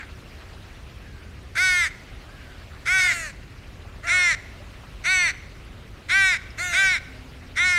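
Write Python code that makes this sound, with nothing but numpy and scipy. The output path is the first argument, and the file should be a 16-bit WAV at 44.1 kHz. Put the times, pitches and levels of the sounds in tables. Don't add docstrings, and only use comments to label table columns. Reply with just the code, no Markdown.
import sys
import numpy as np
from scipy import signal
from scipy.fft import rfft, irfft
from scipy.io import wavfile
from scipy.ndimage import uniform_filter1d

SR = 44100
rng = np.random.default_rng(int(sys.argv[2]) if len(sys.argv) > 2 else 0)


def bounce(signal):
    frames = np.transpose(np.atleast_2d(signal))
    limited = np.clip(frames, -1, 1)
    pcm = np.round(limited * 32767).astype(np.int16)
    wavfile.write(sys.argv[1], SR, pcm)


N = 343098
LEAD = SR // 2
EDGE_HZ = 15780


def gain_of(db):
    return 10 ** (np.asarray(db) / 20)


def unit_rms(x):
    return x / np.sqrt(np.mean(x ** 2) + 1e-20)


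def curve_at(points, hz):
    f, value = np.transpose(points)
    return np.interp(np.log(hz + 1), np.log(f + 1), value)


def wander(size, hz):
    padded = size + SR // 4
    f = np.fft.rfftfreq(padded, 1 / SR)
    return unit_rms(irfft(rfft(rng.standard_normal(padded)) * np.exp(-(f / hz) ** 2)))[:size]


def add(track, start, sound):
    part = track[LEAD + round(start * SR):][:len(sound)]
    part += sound[:len(part)]


def breath(row, scoop_hz, drop_hz, drop_s, rough_slack):
    start, length, top_hz, top_s, sag_hz_per_s, level_db, fade_db_per_s, treble_db, rough_held = row
    scoop_s, climb_hz_per_s = .014, 300
    lowest_hz, taut_hz = 222.2, 354.3
    ends_db, ends_s = 26, 0.017
    bite_db, bite_s, harsh_db = 7, 0.025, 0.5
    t = np.arange(0, length, 1 / SR)
    left = length - t
    arch = top_hz - np.maximum(climb_hz_per_s * (top_s - t), sag_hz_per_s * (t - top_s))
    pitch = arch - scoop_hz * np.exp(-t / scoop_s) - drop_hz * np.exp(-left / drop_s)
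    pitch = np.maximum(pitch, lowest_hz)
    attack_db = 25.5 * np.exp(-t / ends_s)
    release_db = ends_db * np.exp(-left / ends_s)
    loud_db = level_db - fade_db_per_s * t - attack_db - release_db
    slack = np.maximum(taut_hz - pitch, 0) / (taut_hz - lowest_hz)
    rough = np.clip(rough_held + rough_slack * slack ** 1.18, 0, 1)
    treble = gain_of(treble_db + bite_db * np.exp(-t / bite_s) + harsh_db * slack)
    return start, pitch, loud_db, rough, treble


def throat(modes, hz, progress):
    power = 0
    for start_hz, end_hz, width, start_db, end_db in modes:
        detuning = (hz - start_hz - (end_hz - start_hz) * progress) / (width / 2)
        peak = gain_of(start_db + (end_db - start_db) * progress)
        power = power + (peak / (1 + detuning ** 2)) ** 2
    return np.sqrt(power)


def bill(notches, hz):
    return gain_of(sum(db * np.exp(-((hz - centre) / width) ** 2) for centre, width, db in notches))


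def caw(push, modes, notches, jitter, tremor, rasp, air, drift_db, smear_rad, low_cut_hz):
    start, pitch, level_db, rough, treble = push
    size = len(pitch)
    t = np.arange(size) / SR
    pitch = uniform_filter1d(pitch, 500, mode="nearest")
    pitch = pitch * (1 + 0.0026 * wander(size, 36.5) + (tremor + jitter * rough) * wander(size, 326))
    turns = np.cumsum(pitch) / SR
    grid_hz = np.fft.fftfreq(2048, 1 / SR)
    phase = -signal.hilbert(np.log(throat(modes, abs(grid_hz), 0.37) + 1e-4)).imag
    phase += smear_rad * wander(2048, 1290)
    coarse = np.arange(0, size, 64)
    smooth_pitch = uniform_filter1d(pitch, 300, mode="nearest")[coarse]
    voice = np.zeros(size)
    for harmonic in range(1, 53):
        hz = harmonic * smooth_pitch
        high = np.clip((hz - 2400) / 1600, 0, 1)
        drift = gain_of(drift_db * high * np.minimum(wander(size, 10.3)[coarse] + 0.18, 1))
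        radiated = (hz < EDGE_HZ) / (1 + (low_cut_hz / hz) ** 6)
        tract = throat(modes, hz, coarse / size) * bill(notches, hz)
        gain = tract * treble[coarse] ** high * drift * radiated
        ring = gain * np.exp(1j * np.interp(hz, grid_hz[:1024], phase[:1024]))
        voice += (np.interp(np.arange(size), coarse, ring) * np.exp(2j * np.pi * harmonic * turns)).real
    local_power = signal.fftconvolve(voice ** 2, signal.windows.hann(900) / 450, "same")
    voice /= np.sqrt(local_power + 1e-9)
    puffs = rng.standard_normal(size) * (0.65 + np.exp(-(turns % 1) / 0.34))
    f = np.fft.rfftfreq(size, 1 / SR)
    hiss = unit_rms(irfft(rfft(puffs) * throat(modes, f, 1.0) * f / (1 + f / 4000), size))
    sound = voice * (1 + 0.64 * rough * wander(size, 150)) + (air + rasp * rough) * hiss
    fade = np.minimum(t / 0.018, 1) * np.minimum(t[::-1] / .007, 1)
    return start, sound * gain_of(level_db) * fade


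# t/s, length/s, top f/Hz, time to top/s, sag/(Hz/s), level/dB, fade/(dB/s), treble/dB, roughness/0-1
BEGGING_CAWS = [(-.27, 0.33, 336, .1, 249, -25.5, 39, -2, 0.04),
                (1.545, 0.35, 376, 0.093, 144.7, -17.5, 8, -2.5, 0),
                (2.848, 0.31, 380.6, 0.1, 165.5, -18, 5.5, -1, 0.04),
                (4.059, .300, 368.5, 0.092, 140.5, -17.5, 4, -2, .012),
                (5.032, .2914, 380.3, 0.091, 243, -18, 6.5, -.5, 0),
                (6.079, 0.3, 394.3, .105, 179.6, -16.5, 9, -0.5, 0.01),
                (6.712, 0.28, 392.5, 0.1, 190, -17.5, 9.5, -1.5, 0.04),
                (7.551, .327, 369.7, 0.11, 192, -17.5, 8, -0.5, 0.01)]
# start f/Hz, end f/Hz, width/Hz, start level/dB, end level/dB
OPENING_THROAT = [(1550, 1810, 550, -8, 3), (2130, 2170, 350, 1, -2), (3600, 4200, 1000, -20, -19),
                  (6000, 6000, 2000, -28, -37), (8000, 7500, 800, -28, -28)]
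LATER_THROATS = [
    [(710, 650, 620, -23, -45), (1575, 1280, 190, 3, -17.5), (2133, 1920, 290, 1, 7.5),
     (3770, 3760, 1400, -19, -15.5), (5040, 4900, 1600, -25, -21.5), (6340, 6300, 1200, -25.5, -19),
     (8000, 7940, 600, -27, -20.5), (9200, 8900, 3900, -31.5, -29.5)],
    [(730, 550, 380, -28, -23), (1520, 1530, 234, -1.5, -9), (2136, 2004, 330, 0, 6),
     (3510, 3800, 630, -17, -13.5), (4900, 5300, 1700, -25.5, -19), (6230, 6400, 710, -24.5, -20),
     (8100, 7600, 780, -28.5, -22), (9500, 9100, 3396.0, -34, -39)],
    [(700, 470, 170, -29, -18), (1590, 1200, 190, -4, -20.5), (2094, 1950, 370, 1, 3),
     (3680, 3970, 1200, -22.5, -17), (5750, 5640, 760, -19.0, -18.5), (7150, 7160, 660, -29, -21.5),
     (8600, 8200, 1900, -31, -30), (10721.0, 10687.0, 610, -38, -35)],
    [(729.0, 570, 370, -25, -34), (1510, 1560, 210, -3, -18), (2140, 2040, 550, -1, -2.5),
     (3730, 3590, 210, -16.5, -20), (4360, 4230, 620, -22, -17), (6000, 5870, 670, -16, -19),
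     (7900, 7700, 580, -25, -27), (9030.0, 8100, 3200, -35, -33.5)],
    [(740, 731.0, 220, -30, -29), (1570, 1540, 300, -5, -8), (2114, 2055, 450, -2, 1.5),
     (3620, 3700, 870, -16.5, -16.5), (5630, 5300, 1600, -29.0, -21), (6660, 7000, 1000, -34, -23),
     (8403.0, 8100, 1300, -33, -29), (10114.0, 10163.0, 2300, -42.5, -36.5)],
    [(733.0, 780, 320, -28, -29), (1560, 1530, 220, -3.5, -7), (2170, 2050, 407.0, -3.5, 3),
     (3580, 3860, 960, -17, -13), (5100, 5500, 776.0, -29, -17.5), (6197.0, 7400, 1800, -26, -27.5),
     (8138.0, 8640, 470, -26, -28), (9700, 9907.0, 2600, -39, -37)],
    [(727.0, 729.0, 350, -28, -34), (1470, 1720, 330, -7, -0.5), (2040, 2160, 335, 3.5, -1.5),
     (3636.0, 3600, 1100, -16, -17.5), (5664.0, 5700, 1170, -21.5, -21), (7100, 7230.0, 948.0, -31, -30),
     (8605.0, 8500, 1240, -28.5, -29.5), (10003.0, 11000, 2700, -46, -43)],
]
# f/Hz, width/Hz, gain/dB
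BILL_NOTCHES = [
    [(1932, 99, -9), (4120, 290, -7.5)],
    [(1900, 100, -4.5), (4100, 190, -7)],
    [(1890, 160, -6), (4730, 190, -9)],
    [(1870, 43, -5), (5100, 180, -14)],
    [(1940, 65, -3.5), (4380, 220, -6)],
    [(1960, 110, -5), (4330, 230, -8)],
    [(1830, 180, 0), (4740, 200, -2)],
]


def begging_crow(track):
    throats = [OPENING_THROAT] + LATER_THROATS
    for row, modes, notches in zip(BEGGING_CAWS, throats, BILL_NOTCHES[:1] + BILL_NOTCHES):
        push = breath(row, scoop_hz=299.9, drop_hz=184.4, drop_s=.0225, rough_slack=0.585)
        add(track, *caw(push, modes, notches, jitter=0.087, tremor=0.0019, rasp=0.96, air=0.023,
                        drift_db=5.5, smear_rad=1.77, low_cut_hz=450))


# f/Hz, time to fall 60 dB/s
BANK_DECAY = [(300, 1), (2000, 0.77), (5000, 0.91), (12000, 1)]


def shore_echo(calls, tail_db, scatter_db, scatter_s):
    t = np.arange(SR) / SR
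    reflections = rng.standard_normal(SR) * (rng.random(SR) < 2500 / SR)
    hz, frame_s, bands = signal.stft(reflections, SR, nperseg=256)
    decay = gain_of(-60 * frame_s / curve_at(BANK_DECAY, hz)[:, None])
    bands = bands * decay / (1 + (hz[:, None] / 7000) ** 2)
    tail = signal.istft(bands, SR, nperseg=256)[1][:SR] * (1 - np.exp(-t / 0.03))
    near = rng.standard_normal(SR) * (rng.random(SR) < 1500 / SR) * np.exp(-t / scatter_s) * (t > .002)
    response = gain_of(tail_db) * tail / np.linalg.norm(tail)
    response += gain_of(scatter_db) * near / np.linalg.norm(near)
    return signal.fftconvolve(calls, response)[:len(calls)]


def noise_bed(spectrum, patchy_db, frame):
    hz = np.fft.rfftfreq(frame, 1 / SR)
    hop = frame // 4
    real, imag, patches = rng.standard_normal((3, N // hop + 5, len(hz)))
    patches = unit_rms(uniform_filter1d(uniform_filter1d(patches, size=10, axis=0), size=9, axis=1))
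    bands = (real + 1j * imag) * gain_of(curve_at(spectrum, hz) + patchy_db * patches)
    return unit_rms(signal.istft(bands.T, nperseg=frame, noverlap=frame - hop)[1][:N])


# f/Hz, relative level/dB
WASH_SPECTRUM = [(350, -19), (600, 1), (891, -3.5), (1340, -1), (1500, -2.5), (1990, -2), (2160, -2.5),
                 (2760, -3.5), (3480, -8.5), (3880, -8), (7470, -19), (14200, -27.5), (15600, -31)]


def ripples(level_db, crest_s, period_s, depth_db):
    t = np.arange(N) / SR
    lull_db = depth_db * np.sin(np.pi * (t - crest_s) / period_s) ** 2
    return gain_of(level_db - lull_db) * noise_bed(WASH_SPECTRUM, patchy_db=2.0, frame=512)


# f/Hz, relative level/dB
RUMBLE_SPECTRUM = [(15, -32), (30, -4), (42, 1), (56, 2), (80, 0.5), (125, -5.5), (173, -12), (270, -13.5),
                   (340, -17.5), (440, -19), (540, -21), (700, -39), (910, -51), (1540, -100)]
# f/Hz, level/dB
DRONE_TONES = [(44, -57), (380, -63.5)]


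def far_rumble(level_db):
    sound = gain_of(level_db) * noise_bed(RUMBLE_SPECTRUM, patchy_db=0.67, frame=4096)
    for hz, db in DRONE_TONES:
        turns = np.cumsum(hz + 3 * wander(N, 5.74)) / SR
        sound += gain_of(db) * unit_rms(np.sin(2 * np.pi * turns))
    return sound


# t/s, f/Hz, level/dB, decay/s, bandwidth/fraction of f
DRIPS = [(.53, 4900, -52, 0.0084, .1), (.745, 3550, -51, .012, .05), (1.43, 10500, -58, .004, 0.14),
         (4.6, 590, -43, 0.022, 0.048), (4.625, 683, -44, 0.012, 0.034), (5.65, 9900, -57, 0.0035, 0.19),
         (6.505, 5170, -46, 0.0068, 0.1), (6.509, 8200, -60, .004, 0.18)]


def drips(track):
    size = 4096
    t = np.arange(size) / SR
    f = np.fft.rfftfreq(size, 1 / SR)
    for start, hz, level_db, decay_s, spread in DRIPS:
        band = np.exp(-((f / hz - 1) / spread) ** 2)
        ring = unit_rms(irfft(rfft(rng.standard_normal(size)) * band))
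        envelope = np.exp(-t / decay_s) * (1 - np.exp(-t * hz / 2))
        add(track, start, gain_of(level_db) * ring * envelope)


def far_tone(row, sag_hz_per_s, fade_db_per_s, waver, waver_hz, scoop_hz=0, scoop_s=1):
    start, length, aim_hz, level_db = row
    t = np.arange(0, length, 1 / SR)
    hz = aim_hz - sag_hz_per_s * t - scoop_hz * np.exp(-t / scoop_s)
    turns = np.cumsum(hz * (1 + waver * wander(len(t), waver_hz))) / SR
    tone = np.sin(2 * np.pi * turns) * (1 + 0.11 * wander(len(t), 25))
    envelope = gain_of(level_db - fade_db_per_s * t) * signal.windows.tukey(len(t), .2)
    return start, unit_rms(tone) * envelope


# t/s, length/s, aimed f/Hz, level/dB
FAR_CRIES = [(0.998, 0.31, 1740, -57.5), (2.26, 0.37, 1730, -54.5)]


def far_bird(track):
    for row in FAR_CRIES:
        add(track, *far_tone(row, sag_hz_per_s=780, fade_db_per_s=5, waver=0.0305, waver_hz=150,
                             scoop_hz=254.6, scoop_s=0.043))


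SECOND_CAWS = [(2.965, 0.36, 374.2, 0.071, 195, -26, 24.2, -1.1, 0.093),
               (4.02, 0.3, 359.5, 0.048, 520, -28.5, 48.3, -1, 0.075),
               (6.568, .332, 367.7, .072, 232, -22.5, 48, -1, .055)]
SECOND_THROATS = [
    [(730, 560, 150, -16.5, -11), (1530, 1050, 220, -1, -6), (2200, 1695, 285, -2.5, 4.5),
     (2980, 2400, 580, -15, -4.5), (4500, 4300, 910, -18, -16), (6740, 6700, 3000, -21, -17),
     (8600, 8400, 1500, -22.5, -23), (11000, 11000, 3000, -32, -34)],
    [(700, 420, 180, -3, -15), (1360, 1200, 310, 2.5, -9), (1970, 1630, 400, 3.5, -0.5),
     (2720, 2650, 190, -9, -8), (4300, 3000, 800, -25, -18), (6700, 6700, 2900, -29, -22),
     (10000, 10000, 3500, -40, -38)],
    [(686, 580, 200, -12.5, -11), (1500, 1260, 370, 1.5, -22), (2155, 1700, 290, 4, 0),
     (2930, 2600, 210, -29, 2), (3690, 3500, 620, -20, -16), (4310, 3600, 410, -16.5, -14),
     (6700, 6300, 3200, -19.5, -17.5), (10000, 14000, 5100, -38, -38)],
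]
# f/Hz, width/Hz, gain/dB
SECOND_NOTCHES = [(946, 195, -9.5), (5300, 210, -6)]


def second_crow(track):
    for row, modes in zip(SECOND_CAWS, SECOND_THROATS):
        push = breath(row, scoop_hz=170.2, drop_hz=77.9, drop_s=.06, rough_slack=0.27)
        add(track, *caw(push, modes, SECOND_NOTCHES, jitter=0.055, tremor=0.0026, rasp=1.0, air=0.099,
                        drift_db=7, smear_rad=2.23, low_cut_hz=260))


# t/s, length/s, f/Hz, level/dB
FAR_HUM = (7.02, .73, 260, -50)


def far_hum(track):
    add(track, *far_tone(FAR_HUM, sag_hz_per_s=12.7, fade_db_per_s=14, waver=0.0072, waver_hz=14))


def scene():
    crows, behind = np.zeros((2, LEAD + N))
    begging_crow(crows)
    second_crow(crows)
    far_bird(behind)
    far_hum(behind)
    drips(behind)
    echo = shore_echo(crows, tail_db=-25.5, scatter_db=-18, scatter_s=0.0062)
    mono = (crows + echo + behind)[LEAD:]
    mono += ripples(level_db=-49, crest_s=0.29, period_s=2.22, depth_db=2)
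    mono += far_rumble(level_db=-42)
    return np.array([mono, mono])


def record(dry):
    low_pass = signal.firwin(511, EDGE_HZ, window=("kaiser", 9), fs=SR)
    return signal.oaconvolve(dry, low_pass[None], "same")


dry = scene()
out = record(dry)
bounce(out)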